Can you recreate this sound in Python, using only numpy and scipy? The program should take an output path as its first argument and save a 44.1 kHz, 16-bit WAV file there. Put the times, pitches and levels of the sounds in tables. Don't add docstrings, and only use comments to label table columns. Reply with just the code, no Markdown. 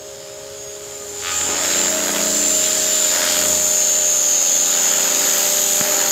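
import sys
import numpy as np
from scipy import signal
from scipy.fft import rfft, irfft, next_fast_len
from scipy.io import wavfile
from scipy.ndimage import uniform_filter1d, map_coordinates

SR = 44100
rng = np.random.default_rng(int(sys.argv[2]) if len(sys.argv) > 2 else 0)


def transcribe(u):
    v = np.clip(np.atleast_2d(u).T, -1, 1)
    q = np.round(v * 32767).astype(np.int16)
    wavfile.write(sys.argv[1], SR, q)


N = 269451

TEETH = 162
MOTOR = 162 / 13
TAIL = 4.677


def amp(db):
    return 10 ** (np.asarray(db) / 20)


def unit(x):
    return x / np.sqrt(np.mean(x ** 2) + 1e-20)


def along(points, hz):
    f, v = np.transpose(points)
    return np.interp(np.log(hz + 1), np.log(f + 1), v)


def curves(rows):
    times, *columns = np.transpose(rows)
    return [np.interp(np.arange(N) / SR, times, column) for column in columns]


def swing(rows):
    db = curves(rows)[0]
    return db - np.median(db[::100])


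def level(db, *laws):
    return amp(db + sum(control * slope for control, slope in laws))


def gesture(start, length, attack, release):
    t = np.arange(N) / SR - start
    return np.clip(t / attack, 0, 1) * np.exp(-np.maximum(t - length, 0) / release)


def wobble(rate):
    knots = rng.standard_normal(int(N * rate / SR) + 4)
    return map_coordinates(knots, [np.arange(N) * rate / SR])


def filtered(x, response):
    size = next_fast_len(N + SR // 2)
    return irfft(rfft(x, size) * response(np.fft.rfftfreq(size, 1 / SR)), size)[:N]


def rush(spectrum, patchy_db):
    z = signal.stft(rng.standard_normal(N), nperseg=512)[2]
    patches = uniform_filter1d(rng.standard_normal(z.shape), size=4, axis=0)
    patches = uniform_filter1d(patches, size=20, axis=1)
    noise = signal.istft(z * amp(patchy_db * unit(patches)), nperseg=512)[1][:N]
    return unit(filtered(noise, lambda hz: amp(along(spectrum, hz))))


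def pulse(spectrum, size=1024):
    cepstrum = irfft(np.log(amp(along(spectrum, np.fft.rfftfreq(size, 1 / SR)))))
    cepstrum[1:size // 2] *= 2
    cepstrum[size // 2 + 1:] = 0
    shape = irfft(np.exp(rfft(cepstrum)))
    return shape / np.abs(shape).max()


def partial(turns, order, fade_db, drift, rate):
    knots = np.arange(0, N + 256, 256)
    fade, lag = [map_coordinates(rng.standard_normal(int(N * rate / SR) + 4), [knots * rate / SR])
                 for _ in range(2)]
    gain = np.interp(np.arange(N), knots, amp(fade_db * fade))
    phase = np.interp(np.arange(N), knots, drift * lag)
    return unit(gain * np.sin(2 * np.pi * (order * turns + rng.random()) + phase))


def chord(turns, orders, levels_db, fade_db, drift, rate):
    lines = [amp(db) * partial(turns, order, fade_db, drift, rate) for order, db in zip(orders, levels_db)]
    return unit(sum(lines))


# t/s, speed/turns per second
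ROTOR_SPEED = [(0, 43.69), (.3, 43.67), (.55, 44.17), (.8, 44.08), (1.15, 43.78), (1.35, 44.36),
               (1.56, 44.29), (1.73, 44.72), (2, 44.98), (2.17, 44.99), (2.58, 44.43), (2.88, 44.4),
               (3.1, 43.77), (3.28, 43.38), (3.68, 43.65), (3.97, 43.62), (4.15, 43.29), (4.33, 43.1),
               (4.62, 43.13), (5, 42.85), (5.3, 42.5), (5.47, 42.49), (5.78, 42.97), (6.11, 42.59)]
# t/s, level/dB
TIP_LEVEL = [(0.0, -45), (1.1, -42.5), (1.19, -37.5), (1.26, -32), (1.5, -31), (1.77, -27), (1.9, -29.5),
             (3.08, -26.5), (3.28, -23), (3.64, -30), (3.69, -29.5), (4.17, -30), (4.68, -28.5),
             (4.73, -27.5), (5.26, -27), (6.11, -28.5)]
# t/s, length/s, load 0-1, added chop 0-1
PITCH_PULLS = [(1.44, 0.28, 0.93, 0.2), (1.693, .52, 0.83, 0.4), (3.093, 0.14, 0.92, 0.49),
               (3.308, 0.18, 0.5, 0.47), (4.717, 0.73, 0.52, 0.08), (5.795, 0.28, 0.95, 0.22)]
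PULL_ATTACK_S, PULL_RELEASE_S = 0.066, 0.073
CHOP_IDLE = 0.22
ROLL_S, ROLL_WIDTH_S = 1.41, 0.28


def flight():
    t = np.arange(N) / SR
    speed = uniform_filter1d(curves(ROTOR_SPEED)[0], size=2205)
    turns = np.cumsum(speed) / SR
    pulls = [np.outer([load, chop], gesture(start, length, PULL_ATTACK_S, PULL_RELEASE_S))
             for start, length, load, chop in PITCH_PULLS]
    load, chop = np.max(pulls, axis=0)
    depth = np.clip(CHOP_IDLE + (1 - CHOP_IDLE) * chop, 0, 1)
    roll = np.exp(-((t - ROLL_S) / ROLL_WIDTH_S) ** 2)
    return turns, swing(TIP_LEVEL), load, depth, roll, t / t[-1]


# f/Hz, density level/dB
RUMBLE_SPECTRUM = [(20, -25), (45, -20), (65, 1), (100, -4.5), (135, 4), (200, -14), (400, -2), (2000, -57)]
RUMBLE_DB, RUMBLE_CHANGE_DB = -47.5, -13


def field_rumble(approach):
    return level(RUMBLE_DB, (approach, RUMBLE_CHANGE_DB)) * rush(RUMBLE_SPECTRUM, patchy_db=1.0)


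# f/Hz, t60/s
TREE_DECAY = [(200, 0.69), (3000, 0.84), (12000, 1)]
# t/s, level/dB
ECHO_LEVEL = [(0, 0), (1.5, -1), (3, -47), (6.11, -26)]


def tree_line(x):
    hz, t, z = signal.stft(rng.standard_normal(SR), SR, nperseg=256)
    decay = amp(-60 * t / along(TREE_DECAY, hz)[:, None])
    build_up = 1 - np.exp(-t / 0.015)
    tail = signal.istft(z * decay * build_up, SR, nperseg=256)[1]
    echo = signal.fftconvolve(x, tail / np.linalg.norm(tail))[:N]
    return amp(curves(ECHO_LEVEL)[0]) * echo


# t/s, click level/dB, thump level/dB
KNOCK_BLOW = (5.811, -8, -13)
# f/Hz, level/dB
KNOCK_THUMP = [(20, -35), (70, -14), (130, -0.5), (220, 2), (420, -6), (700, -13), (2000, -24),
               (16000, -70)]
# f/Hz, level/dB
KNOCK_CLICK = [(100, -25), (600, -15), (1400, 2), (2600, -2), (4000, -18), (16000, -45)]


def knock():
    start, click_db, thump_db = KNOCK_BLOW
    blow = amp(thump_db) * pulse(KNOCK_THUMP) - amp(click_db) * pulse(KNOCK_CLICK)
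    out = np.zeros(N)
    out[round(start * SR):][:len(blow)] = blow
    return out


# f/Hz, density level/dB
WASH_SPECTRUM = [(20, -55), (50, -27), (130, -20), (250, -2), (400, -8.5), (600, 7), (850, -10),
                 (1100, -2.5), (2000, -47)]
# f/Hz, density level/dB
SWISH_SPECTRUM = [(400, -34), (750, -2.5), (930, 2.5), (1080, -7.5), (1300, 1.5), (1850, 1), (2350, -2.5),
                  (2900, -10), (5000, -55)]
# f/Hz, density level/dB
HISS_SPECTRUM = [(1200, -46), (2200, -10), (2750, -0.5), (3400, 1.5), (4900, 0.5), (5700, -2), (6500, -18),
                 (9000, -55)]


def airflow(turns, tips, load, depth):
    advance = np.abs(np.cos(2 * np.pi * turns))
    gust = amp(1.3 * wobble(60))

    def chop(sharpness):
        return np.sqrt(1 - depth + depth * unit(advance ** sharpness * gust) ** 2)

    wash = level(-41.5, (tips, .4), (load, 8)) * rush(WASH_SPECTRUM, patchy_db=1.5)
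    swish = level(-35, (tips, .85), (load, 6.5)) * rush(SWISH_SPECTRUM, patchy_db=1.05)
    hiss = level(-28.5, (tips, 1.06), (load, .4)) * rush(HISS_SPECTRUM, patchy_db=1.47)
    return chop(sharpness=4) * (wash + swish) + chop(sharpness=6) * hiss


# t/s, level/dB
THRUM_LEVEL = [(0.0, -57), (0.64, -53.5), (1.21, -47), (1.54, -33.5), (1.61, -37.5), (1.81, -30.5),
               (1.93, -32), (2.2, -28.5), (2.55, -34), (3.17, -40), (3.49, -32.5), (3.78, -39.5),
               (4.4, -41), (5.03, -36), (5.72, -37.5)]
THRUM_LINES = [4, 6, TAIL + 2, 8, 10, 2 * TAIL + 2, 12, 13, 15]
THRUM_LINE_DB = [-8, -2.5, 2, -4, -12, -26, -10.5, -1.5, -8]
# t/s, level/dB
BLADE_PASS_LEVEL = [(0.1, -63.5), (1.1, -54), (1.42, -43.5), (2.17, -55), (2.54, -48), (3.03, -58),
                    (3.53, -41.5), (3.75, -53), (4.2, -54.5), (4.33, -66), (5.0, -55), (5.24, -63),
                    (6.11, -52.5)]


def main_rotor(turns, roll, approach):
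    blade_pass = amp(curves(BLADE_PASS_LEVEL)[0] - 0.5) * partial(turns, 2, fade_db=1.0, drift=.15, rate=6.6)
    thrum_gain = level(-39.0, (swing(THRUM_LEVEL), 1.15), (roll, 1.5), (approach, -2))
    thrum = chord(turns, THRUM_LINES, THRUM_LINE_DB, fade_db=2.5, drift=0.19, rate=4.997)
    return blade_pass + thrum_gain * thrum


# t/s, third harmonic level/dB, second harmonic level/dB
TAIL_HUM_LEVEL = [(0.0, -42.5, -44), (0.97, -44, -38.5), (1.19, -54, -36.5), (1.4, -44, -48),
                  (1.5, -40, -33.5), (1.58, -36, -44), (1.85, -40, -38), (1.94, -26, -43),
                  (2.04, -33, -39.5), (2.91, -31.5, -38.5), (3.25, -31, -43), (3.5, -30, -38.5),
                  (4.47, -39, -45.5), (5.04, -35, -38.5), (5.78, -32, -38), (5.89, -28.5, -35),
                  (6.11, -33.5, -38)]
BITE_S, BITE_DB, BITE_ATTACK_S, BITE_DECAY_S = 1.26, -33, .04, 0.28


def tail_rotor(turns, tips, load, roll, approach):
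    third_db, second_db = curves(TAIL_HUM_LEVEL)
    gains = [level(-45.5, (swing(THRUM_LEVEL), 1.3), (roll, -12)),
             amp(second_db + 0.34),
             amp(third_db + 0.27 - 3.0 * roll),
             level(-58.5, (approach, 20.5), (load, 2), (roll, 16))]
    hum = sum(gain * partial(turns, TAIL * (k + 1), fade_db=1, drift=0.24, rate=9)
              for k, gain in enumerate(gains))
    bite = amp(BITE_DB) * gesture(BITE_S, BITE_ATTACK_S, BITE_ATTACK_S, BITE_DECAY_S)
    upper = chord(turns, [6 * TAIL, 7 * TAIL, 12 * TAIL], [0, -14, -11], fade_db=5, drift=0.27, rate=40)
    return hum + (level(-47, (tips, .6)) + bite) * upper


def motor_unbalance(turns, load, roll, approach):
    gain = level(-42.5, (approach, 3), (load, 3), (roll, -18))
    return gain * partial(turns, MOTOR, fade_db=1.5, drift=0.13, rate=8.1)


# t/s, strikes (rounded), peak level/dB, thud level/dB re crack
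SLAP_RUNS = [(1.2253, 10.2, -10, -23), (1.413, 1, -8.5, -11), (1.49, 1, -19, 5), (1.556, 2, -13, -12),
             (1.65, 1, -8, -24), (2.109, 1, -18, -10), (2.164, 1, -8, -6), (2.21, 1, -13, -7),
             (3.228, 10, -14, -14), (3.422, 1, -11, -16), (3.454, 1, -8.5, -12)]
# f/Hz, level/dB
CRACK_SPECTRUM = [(200, -27), (700, -22.5), (1250, 6), (2000, 1), (3500, 2), (5000, -19), (9000, -20),
                  (16000, -34)]
# f/Hz, level/dB
THUD_SPECTRUM = [(25, -61), (90, -35), (200, -6), (350, -1), (700, -8.5), (1500, -14.5), (4000, -34.5),
                 (16000, -66)]


def slaps(turns, load):
    stray = 0.011 * wobble(90)
    passes = np.flatnonzero(np.diff(np.floor(2 * (turns + stray))) > 0)
    cracks, thuds = np.zeros((2, N))
    gain = level(-26.0, (swing(THRUM_LEVEL), .7), (load, 1.5))
    cracks[passes] = gain[passes] * amp(1.0 * rng.standard_normal(len(passes)))
    thuds[passes] = cracks[passes] * amp(-5)
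    for start, strikes, db, thud_db in SLAP_RUNS:
        count = max(round(strikes), 1)
        for k in range(count):
            at = np.searchsorted(turns, turns[round(start * SR)] + k / 2)
            nearest = passes[np.argmin(np.abs(passes - at))]
            cracks[nearest] = thuds[nearest] = 0
            cracks[at] = amp(db) * np.sqrt(np.sin(np.pi * (k + .5) / count))
            thuds[at] = cracks[at] * amp(thud_db)
    crack_sound = signal.fftconvolve(cracks, pulse(CRACK_SPECTRUM))
    thud_sound = signal.fftconvolve(thuds, pulse(THUD_SPECTRUM))
    return -(crack_sound + thud_sound)[:N]


# t/s, level/dB
MESH_LEVEL = [(0.0, -45), (0.56, -44.5), (1.29, -30.5), (1.38, -20.5), (1.5, -27), (1.84, -18.5),
              (2.09, -29), (2.47, -16), (2.81, -20.5), (3.05, -17), (3.23, -23.5), (3.79, -18),
              (4.9, -17.5), (5.45, -21.5), (5.78, -19), (5.89, -26), (5.9, -19), (6.11, -20)]
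# t/s, share 0-1
SIDEBAND_SHARE = [(0, 0.35), (.7, .1), (.9, 0.3), (1.65, 0.9), (1.95, .15), (2.75, 0.4), (3, 0.17),
                  (4.1, 0.38), (4.5, .65), (5.1, 0.73), (6.11, 0.65)]
# t/s, level/dB
MOTOR_WHINE_LEVEL = [(0, -41.5), (.45, -52), (.6, -43.5), (1.1, -59), (1.5, -30), (2.2, -28.5), (2.45, -38),
                     (3.1, -37), (3.45, -28.5), (3.9, -20.5), (4.5, -21), (5.15, -30.5), (5.7, -28.5),
                     (6.11, -30)]
SIDEBAND_LINES = [143, 145, 147.67, 151.55, TEETH - 2 * TAIL, 156.33, TEETH - TAIL, 159, 160, 161, 163, 164,
                  166, TEETH + TAIL, 168, TEETH + MOTOR]
SIDEBAND_DB = [-13, -5, -2.5, -19, -4, -5.5, -13, -25, 5.5, -1, -7, -3, 2, -7.5, -3, -6]
TAIL_DRIVE_LINES = [16 * TAIL, 22 * TAIL, 24 * TAIL, 25 * TAIL, 27 * TAIL]
TAIL_DRIVE_DB = [-8.5, -5, -5.5, -3, -10]
FLUTTER_TURNS, ROLL_FLUTTER_TURNS = 0.00023, 0.00081


def whines(play, turns, tips):
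    mesh_db, motor_db = curves(MESH_LEVEL)[0], curves(MOTOR_WHINE_LEVEL)[0]
    share = np.clip(curves(SIDEBAND_SHARE)[0], 0, 1)
    mesh = amp(mesh_db - 1.5) * np.sqrt(1 - share) * partial(play, TEETH, fade_db=0.7, drift=0.2, rate=11)
    mesh *= 1 + 0.31 * np.cos(2 * np.pi * turns)
    motor = amp(motor_db) * partial(play, TEETH - MOTOR, fade_db=1.7, drift=0.33, rate=15)
    sidebands = chord(play, SIDEBAND_LINES, SIDEBAND_DB, fade_db=-0.2, drift=0.42, rate=6)
    sidebands *= amp(mesh_db - 0.6) * np.sqrt(share)
    drive = chord(turns, TAIL_DRIVE_LINES, TAIL_DRIVE_DB, fade_db=-2.0, drift=1.0, rate=4.3)
    return mesh + motor + sidebands + level(-37.5, (tips, .95)) * drive


# t/s, level/dB
GEAR_NOISE_LEVEL = [(0.05, -52), (0.17, -54), (1.05, -49), (1.42, -38.5), (1.54, -41.5), (1.64, -36),
                    (1.84, -36.5), (2.22, -34.5), (3.16, -33.5), (3.49, -32.5), (3.93, -36.5),
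                    (4.38, -37.5), (5.53, -32), (6.05, -35)]
# f/Hz, density level/dB
RASP_SPECTRUM = [(4500, -27), (5800, -15), (6250, -3), (6600, -0.5), (7000, -1), (7300, -4), (7700, -3),
                 (8400, -14.5), (9500, -26), (12000, -42)]
# f/Hz, density level/dB
FIZZ_SPECTRUM = [(6000, -40), (8300, 7), (9300, 4), (11300, 2.5), (12700, 0), (14000, -8), (15000, -2),
                 (15700, -11)]
# f/Hz, density level/dB
SQUEAL_SPECTRUM = [(11000, -42), (12400, 3), (12900, 2), (13600, -15), (14050, 7), (14600, -6),
                   (15600, -11)]
OCTAVE_LINES = [24 * MOTOR, 64 * TAIL, 308, 25 * MOTOR, 312, 314, 316, 320, 323, TEETH * 2, 325, 328, 27 *
                MOTOR, 28 * MOTOR]
OCTAVE_DB = [-7, -8, -8, -7, -3, -8, -4, -6, -6, 0, -6, -4, -5, -9]


def gearbox(turns, tips, roll, approach):
    play = turns + (FLUTTER_TURNS + ROLL_FLUTTER_TURNS * roll) * wobble(70)
    noise = swing(GEAR_NOISE_LEVEL)
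    press = 1 + 0.069 * np.cos(2 * np.pi * turns) + 0.097 * np.cos(4 * np.pi * turns)
    press = unit(press + 0.34 * np.cos(2 * np.pi * MOTOR * turns))
    rasp = level(-25.0, (noise, 1.2)) * rush(RASP_SPECTRUM, patchy_db=2.04)
    fizz = level(-35.0, (noise, 1.15)) * rush(FIZZ_SPECTRUM, patchy_db=2.5)
    octave = chord(play, OCTAVE_LINES, OCTAVE_DB, fade_db=2.5, drift=.7, rate=16)
    smear = amp(1) * rush(SQUEAL_SPECTRUM, patchy_db=3.0)
    squeal = level(-41.5, (noise, 1.15), (approach, 8.5)) * (octave + smear)
    return whines(play, turns, tips) + press * (rasp + fizz + squeal)


def scene():
    turns, tips, load, depth, roll, approach = flight()
    bright = gearbox(turns, tips, roll, approach) + slaps(turns, load)
    background = field_rumble(approach) + tree_line(bright) + knock()
    rotors = main_rotor(turns, roll, approach) + tail_rotor(turns, tips, load, roll, approach)
    rotors += motor_unbalance(turns, load, roll, approach)
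    mono = background + airflow(turns, tips, load, depth) + rotors + bright
    return np.array([mono, mono])


TOP_HZ = 15720


def record(dry):
    return np.array([filtered(channel, lambda hz: hz < TOP_HZ) for channel in dry])


dry = scene()
out = record(dry)
transcribe(out)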